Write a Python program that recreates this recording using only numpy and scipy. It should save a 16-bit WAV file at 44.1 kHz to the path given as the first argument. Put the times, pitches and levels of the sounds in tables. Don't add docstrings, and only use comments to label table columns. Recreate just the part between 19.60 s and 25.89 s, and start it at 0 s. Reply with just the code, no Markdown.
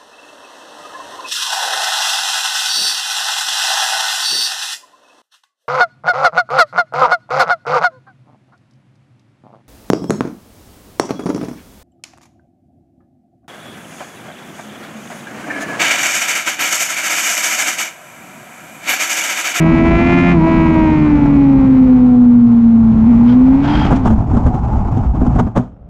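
import sys
import numpy as np
from scipy import signal
from scipy.fft import rfft, irfft
from scipy.io import wavfile
from scipy.ndimage import uniform_filter1d, minimum_filter1d

SR = 44100
rng = np.random.default_rng(int(sys.argv[2]) if len(sys.argv) > 2 else 0)


def transcribe(signal):
    frames = np.atleast_2d(signal).T
    limited = np.clip(frames, -1, 1)
    pcm = np.round(limited * 32767).astype(np.int16)
    wavfile.write(sys.argv[1], SR, pcm)


N = 277389
TIME = np.arange(N) / SR
CRUISE_HZ = 330

# strength/dB, lateness/share of the firing gap
CYLINDERS = [(1.5, 0.0028), (2, 0.014), (0, -0.0046), (0.5, .005)]
# t/s, level/dB
LOAD = [(0, 0), (.715, 2), (.745, -10), (.9, -1.5), (2.3, -0.5), (2.6, -10), (3.25, -6.5), (3.5, 5.5),
        (3.85, -4), (4.3, -4.5)]


def revs(flare_s=3.497, flare_length_s=.026, flare_hz=17):
    firing_rate = [(0.0, 323.8), (0.22, 329), (0.35, 336), (0.52, 346.8), (0.64, 347.3), (0.725, 350),
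                   (0.8, 319.5), (0.88, 327.8), (1.0, 326.3), (1.2, 317.7), (1.4, 305), (1.62, 288.3),
                   (1.85, 277), (2.0, 267.4), (2.35, 252.3), (2.9, 235.8), (3.42, 221), (3.66, 239),
                   (3.9, 263), (4.17, 301.5), (4.4, 266), (4.52, 222), (4.75, 180)]
    return curve(firing_rate) + flare_hz * np.exp(-((TIME - flare_s) / flare_length_s) ** 2)


def shaft():
    return np.cumsum(revs() * (1 + .0012 * wander(hz=32.4))) / SR


def running(stall_s=4.814, fade_s=0.53):
    return 1 - ramp(stall_s - fade_s, fade_s)


def engine(firings, lope_db=-2, cycle_db=-11, whine_db=-74, casing_hz=6750, casing_width_hz=450):
    bark, crank, boom, octave, twelfth = engine_levels()
    cycle = firings / len(CYLINDERS)
    throb = unit(amp(wander(hz=91) - np.cos(2 * np.pi * cycle)))
    overtones = octave * tone(firings, order=2, waver_db=2.2)
    overtones += twelfth * tone(firings, order=3, waver_db=2.4)
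    pipe = boom * tone(firings, order=1, waver_db=1.36) + throb * overtones
    lope = amp(lope_db) * tone(cycle, order=3, waver_db=4.0)
    lope += amp(cycle_db) * tone(cycle, order=1, waver_db=1.5)
    shake = crank * tone(cycle, order=2, waver_db=3.0) + bark ** 0.65 * lope
    mesh_hz = 30 * np.gradient(firings) * SR
    casing = amp(whine_db) / (1 + ((mesh_hz - casing_hz) / casing_width_hz) ** 2)
    whine = casing * ringing(mesh_hz, width_hz=80)
    return exhaust(firings, bark) + pipe + shake + whine


def engine_levels(bark_db=-25, bark_db_per_hz=0.24, overtone_db_per_hz=0.19,
                  fall_s=3.9, fall_db=-4, dying_db_per_s=-13):
    crank = [(0, -11), (.3, -21), (.55, -11), (.72, -12), (.9, -16), (1.3, -23.5), (1.5, -15.5),
             (2.55, -26), (3.9, -22)]
    throttle = [(0, 0.5, -5.5), (.74, -2, 2), (3.42, -7, -5.5)]
    hz, load_db = revs(), curve(LOAD)
    bark = amp(bark_db + bark_db_per_hz * (hz - CRUISE_HZ) + load_db)
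    fallen = amp(fall_db * ramp(fall_s, 0.15) + dying_db_per_s * np.maximum(TIME - fall_s, 0))
    boom = fallen * amp(0.035 * load_db) * silencer(hz)
    since, *voicing_db = np.transpose(throttle)
    setting = np.searchsorted(since[1:], TIME)
    drive = fallen * amp(overtone_db_per_hz * (hz - CRUISE_HZ) + 0.17 * load_db)
    overtones = [drive * amp(uniform_filter1d(db[setting], size=1500)) * silencer(order * hz)
                 for order, db in enumerate(voicing_db, 2)]
    return running() * np.array([bark, amp(curve(crank)), boom, *overtones])


def exhaust(firings, bark, uneven_db=.5, rasp_db=-2, spit_db=7, overrun=1.2, jitter=.0024, puff=0.36):
    pipe_eq = [(350, -39), (600, -20.5), (800, -5), (1050, -7.5), (1350, 1), (1700, -1.5), (2080, 2),
               (2400, 2), (2800, -10), (3400, -18), (4600, -28.5), (7000, -34), (9000, -55.5),
               (12000, -66.5)]
    firing = np.arange(1, int(firings[-1]) - 1)
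    strength_db, late = np.array(CYLINDERS)[firing % len(CYLINDERS)].T
    timing, size = rng.standard_normal((len(firing), 2)).T
    ragged = 1 + overrun / (1 + (np.interp(firing, firings, bark) / amp(-22.0)) ** 2)
    when = firing + ragged * late + jitter * timing
    cracks = pulses(firings, when, amp(ragged * strength_db + uneven_db * size))
    spit = amp(spit_db * (firings % len(CYLINDERS) < 1))
    puffs = spit * np.exp(-(firings % 1) / puff) * rng.standard_normal(N)
    hiss = np.diff(np.diff(puffs, prepend=0), prepend=0)
    return bark * unit(colour(cracks + amp(rasp_db) * unit(hiss), pipe_eq))


def silencer(hz):
    resonances = [(243.4, 34, -6), (312, 50, -15.5), (497, 16, -9.5), (546, 13, -19), (655, 30, -25.5),
                  (745, 14, -19), (826, 23, -23.5), (958, 36, -23)]
    return sum(amp(db) / (1 + ((hz - centre) / width) ** 2) for centre, width, db in resonances)


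def knocks(rise_s=.0045, rattle_db=-19, rattle_s=0.041, detune=0.043, debris_db=-6.5):
    # t/s, thud/dB, crunch/dB and grit/dB (both before debris_db), crush length/s
    blows = [(1.658, -20.5, -9, -55.5, 0.0036), (4.251, -5.5, -13, -43, 0.014),
             (4.309, -13, -7, -62, 0.017), (4.326, -4, -16, -50, 0.0091), (4.363, -24, -19, -34.5, 0.0065),
             (4.458, -4, -3, -36, 0.019), (4.505, -5, -13.5, -46.5, 0.021), (4.622, -12, -20, -71, .005),
             (4.735, -2.5, -19, -50, 0.026), (4.769, -6, -14, -46, 0.01), (4.864, -6, -7, -46, 0.011),
             (4.944, -10, -18, -48, 0.02), (5.134, -10.5, -19, -61, .006), (5.251, -20, -22, -58, .004),
             (5.371, -8, -24.5, -44.5, 0.01), (5.55, -15, -29, -57, 0.0041),
             (5.616, -1.5, -17, -49, 0.0042), (5.666, -5, -17, -44, 0.0074), (5.758, -4.5, -14, -54, 0.016),
             (5.795, -3, -1, -32.5, .008), (5.868, -11, -22, -58, .013), (5.968, -1.5, 3.5, -32, 0.0091),
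             (5.979, -7, -12, -31.5, 0.0034)]
    modes = [(126.4, 2, 0.21), (193.5, 7, 0.092), (234.3, 8, 0.14), (275.6, -15, 0.39), (395.6, -8, .15),
             (651, -19.5, 0.24), (727, -10.5, 0.15), (970, -50, .2), (1260, -44.5, .2), (1560, -31, 0.13)]
    crunch_eq = [(150, 8), (450, 0), (650, 1.5), (900, 0), (1400, -7.5), (1900, -20), (3000, -31),
                 (4500, -41.5), (7000, -39.5), (9500, -46), (12000, -65.5)]
    grit_eq = [(1500, -22.5), (3200, 12), (4500, 1), (6800, 6.5), (8400, -6.5), (9800, -10.5), (12000, -20)]
    thuds, crush, grit = np.zeros((3, N))
    hz, mode_db, t60 = np.transpose(modes)[:, :, None]
    t = np.arange(SR // 2) / SR
    decays = amp(mode_db) * np.exp(-np.log(1000) * t / t60)
    for s, thud_db, crunch_db, grit_db, length in blows:
        struck_hz = hz * (1 + detune * rng.standard_normal(hz.shape))
        ring = (decays * np.sin(2 * np.pi * struck_hz * t)).sum(0)
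        ring *= 1 - np.exp(-(t / 0.0019) ** 2)
        add(thuds, s, amp(thud_db) * ring / abs(ring).max())
        before, after = np.maximum(s - TIME, 0), np.maximum(TIME - s, 0)
        rattle = amp(rattle_db) * np.exp(-after / rattle_s)
        force = np.exp(-before / rise_s) * (np.exp(-(after / length) ** 2 / 2) + rattle)
        crush += amp(crunch_db) * force
        grit += amp(grit_db) * force
    crunch = crush * unit(colour(grains(per_s=5000, spread_db=4.5), crunch_eq))
    chips = grit * unit(colour(grains(per_s=7000, spread_db=0.5), grit_eq))
    return thuds + amp(debris_db) * (crunch + chips)


def slide():
    scrubs = [(3.22, .22, -18, -34), (3.5, 0.56, -23, -29.5)]
    skids = [(4.076, 0.3, -16.5, -23), (4.448, 0.16, -11.5, -27), (4.702, 0.19, -12, -24.5),
             (4.924, 0.29, -17, -25), (5.275, .19, -16, -25.5), (5.57, .25, -12, -25.5),
             (5.865, .01, -27, -33.5)]
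    rumble_eq = [(12, -9.5), (25, -0.5), (55, 1), (100, 0.5), (170, -7), (230, -6.5), (310, -16.5),
                 (480, -34.5), (1200, -67)]
    grind_eq = [(150, 2.5), (230, 6), (350, 0), (520, -7), (720, 2), (850, 3.5), (1000, -3), (1300, -10),
                (1800, -24.5), (2500, -27.5), (3800, -39), (7200, -38.5), (9000, -52.5), (12000, -64)]
    rumble, grind = strokes(scrubs + skids, attack_s=0.071, release_db_per_s=150)
    frame = unit(colour(rng.standard_normal(N), rumble_eq))
    slips = amp(1.52 * wander(hz=45))
    stones = unit(colour(grains(per_s=9800, spread_db=1.0) * slips, grind_eq))
    return rumble * frame + grind * stones


def judders():
    bursts = [(4.442, 0.14, 229.6, 208, -11), (4.686, 0.078, 96, 77, -12), (4.841, 0.061, 70, 57.7, -7),
              (4.969, 0.22, 130, 105.2, -16), (5.108, 0.12, 67, 61.6, -10.5), (5.337, 0.097, 105, 114, -18),
              (5.445, 0.1, 67.6, 50.8, -7), (5.576, 0.084, 52.8, 64.6, -9)]
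    out = np.zeros(N)
    for s, length, start_hz, end_hz, db in bursts:
        hz = np.linspace(start_hz, end_hz, int(length * SR))
        swell = amp(db) * signal.windows.tukey(len(hz), .7)
        add(out, s, swell * np.sin(2 * np.pi * np.cumsum(hz) / SR))
    return out


def footpeg(attack_s=0.043, release_db_per_s=470):
    scrapes = [(3.695, 0.029, -28), (4.055, 0.22, -24.5), (4.28, 0.085, -32.5), (4.46, 0.014, -35.5)]
    squeals = [(3.703, .008, -45), (4.11, .135, -36)]
    scrape_eq = [(400, -22), (850, 12.5), (1150, 0.5), (1500, 5), (1900, -4.5), (2800, -6.5), (3200, -4),
                 (3700, -13), (5200, -18), (7200, -31.5), (9000, -41), (12000, -56.5)]
    modes = [(3220, 41, -6.5), (4850, 90, -22)]
    chatter = grains(per_s=6500, spread_db=0.5) * amp(1.3 * wander(hz=70))
    rings = sum(amp(db) * ringing(hz, width_hz) for hz, width_hz, db in modes)
    scrape = strokes(scrapes, attack_s, release_db_per_s)[0] * unit(colour(chatter, scrape_eq))
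    squeal = strokes(squeals, attack_s, release_db_per_s)[0] * unit(rings)
    return scrape + squeal


def groan():
    contour = [(4.902, 745, -30), (5.021, 815.6, -32), (5.141, 866, -27.5), (5.279, 777, -41),
               (5.42, 753, -46), (5.52, 698, -42)]
    s, hz, db = np.transpose(contour)
    level = np.interp(TIME, s, amp(db), left=0, right=0)
    return level * ringing(np.interp(TIME, s, hz), width_hz=46)


def drag(start_s=6.0, bite_db=-29, creep_db=-37, settle_s=0.044):
    rub_eq = [(15, -6), (50, 15.5), (90, 7.5), (220, 3.5), (330, -8.5), (700, -7), (1000, -23),
              (1300, -21.5), (1800, -36), (3000, -43), (5000, -58), (10000, -64)]
    settling = amp(bite_db) * np.exp(-np.maximum(TIME - start_s, 0) / settle_s)
    level = ramp(start_s - settle_s, settle_s) * (amp(creep_db) + settling)
    rub = grains(per_s=3400, spread_db=3.5) * amp(1.6 * wander(hz=45))
    return level * unit(colour(rub, rub_eq))


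def wind():
    strength = [(0, -14.5), (.7, -12.5), (2.1, -15.5), (2.7, -22), (3.1, -23.5), (3.6, -17.5), (4.4, -20.5)]
    buffet_eq = [(12, -13), (25, -4), (55, 2.5), (100, -6), (160, -1), (250, 2.5), (320, -11.5), (420, -14),
                 (560, -28.5), (1200, -60)]
    buffet = colour(rng.standard_normal(N), buffet_eq) * amp(0.5 * wander(hz=36))
    return running() * amp(curve(strength)) * unit(buffet)


def chassis(firings, roar_db=-25.7, roar_db_per_hz=.075, load_share=.25, buzz_db=-1, scatter_s=0.025):
    roar_eq = [(250, -17.5), (420, -5.5), (600, -4), (860, 2), (1150, -5), (1450, -10), (1750, -17.5),
               (2350, -21), (2900, -25.5), (3800, -28.5), (5000, -35.5), (7200, -40), (9000, -52),
               (12000, -65)]
    cycles = np.arange(1, int(firings[-1]) - 1, len(CYLINDERS))
    jolts = pulses(firings, cycles, amp(rng.standard_normal(len(cycles))))
    t = TIME[:SR // 20]
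    scatter = rng.standard_normal(len(t)) * np.exp(-t / scatter_s)
    buzz = unit(signal.oaconvolve(jolts, scatter)[:N])
    road = grains(per_s=9000, spread_db=2.5) * amp(0.9 * wander(hz=34.8))
    level_db = roar_db + roar_db_per_hz * (revs() - CRUISE_HZ) + load_share * curve(LOAD)
    return running() * amp(level_db) * unit(colour(road + amp(buzz_db) * buzz, roar_eq))


def tone(position, order, waver_db):
    return np.sqrt(2) * np.cos(2 * np.pi * order * position) * amp(waver_db * wander(hz=20.7))


def pulses(firings, when, size):
    place = np.interp(when, firings, np.arange(N))
    near = place.astype(int)[:, None] + np.arange(-8, 9)
    shapes = size[:, None] * np.sinc(near - place[:, None])
    return unit(np.bincount(np.clip(near, 0, N - 1).ravel(), shapes.ravel(), N))


def ringing(hz, width_hz):
    phase = 2 * np.pi * np.cumsum(hz * np.ones(N)) / SR
    return unit(wander(width_hz) * np.cos(phase) + wander(width_hz) * np.sin(phase))


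def grains(per_s, spread_db):
    size = amp(spread_db * np.minimum(rng.exponential(1, N), 4))
    return unit(size * rng.choice([-1, 1], N) * (rng.random(N) < per_s / SR))


def strokes(rows, attack_s, release_db_per_s):
    gains = []
    for s, hold, *db in rows:
        release = amp(-release_db_per_s * np.maximum(TIME - s - hold, 0))
        gains.append(amp(db)[:, None] * ramp(s - attack_s, attack_s) * release)
    return np.max(gains, axis=0)


def colour(x, points):
    hz, db = np.transpose(points)
    grid = np.maximum(abs(np.fft.fftfreq(8192, 1 / SR)), 1)
    octaves_above = np.maximum(np.log2(grid / hz[-1]), 0)
    log_gain = np.log(amp(np.interp(np.log(grid), np.log(hz), db) - 20 * octaves_above))
    taps = np.fft.ifft(np.exp(signal.hilbert(log_gain).conj())).real[:4096]
    return signal.oaconvolve(x, taps)[:len(x)]


def wander(hz):
    spectrum = rfft(rng.standard_normal(N))
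    return unit(irfft(spectrum / (1 + (np.fft.rfftfreq(N, 1 / SR) / hz) ** 4), N))


def curve(points):
    return np.interp(TIME, *np.transpose(points))


def ramp(start_s, length_s):
    return np.clip((TIME - start_s) / length_s, 0, 1)


def add(mix, s, sound):
    part = mix[max(round(s * SR), 0):][:len(sound)]
    part += sound[:len(part)]


def amp(db):
    return 10 ** (np.asarray(db) / 20)


def unit(x):
    return x / np.sqrt(np.mean(x ** 2) + 1e-20)


def scene():
    firings = shaft()
    crash = footpeg() + slide() + groan() + judders() + knocks() + drag()
    return (engine(firings) + crash + wind() + chassis(firings))[None]


def record(dry, ceiling=0.87, fade_in_s=.004, cutoff_hz=11800):
    needed = np.minimum(1, ceiling / (abs(dry).max(0) + 1e-9))
    held = minimum_filter1d(needed, size=300)
    gain = uniform_filter1d(uniform_filter1d(held, size=150), size=150) * ramp(0, fade_in_s)
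    lowpass = signal.firwin(511, cutoff_hz, window=("kaiser", 9), fs=SR)
    return signal.oaconvolve(dry * gain, lowpass[None], "same")


dry = scene()
out = record(dry)
transcribe(out)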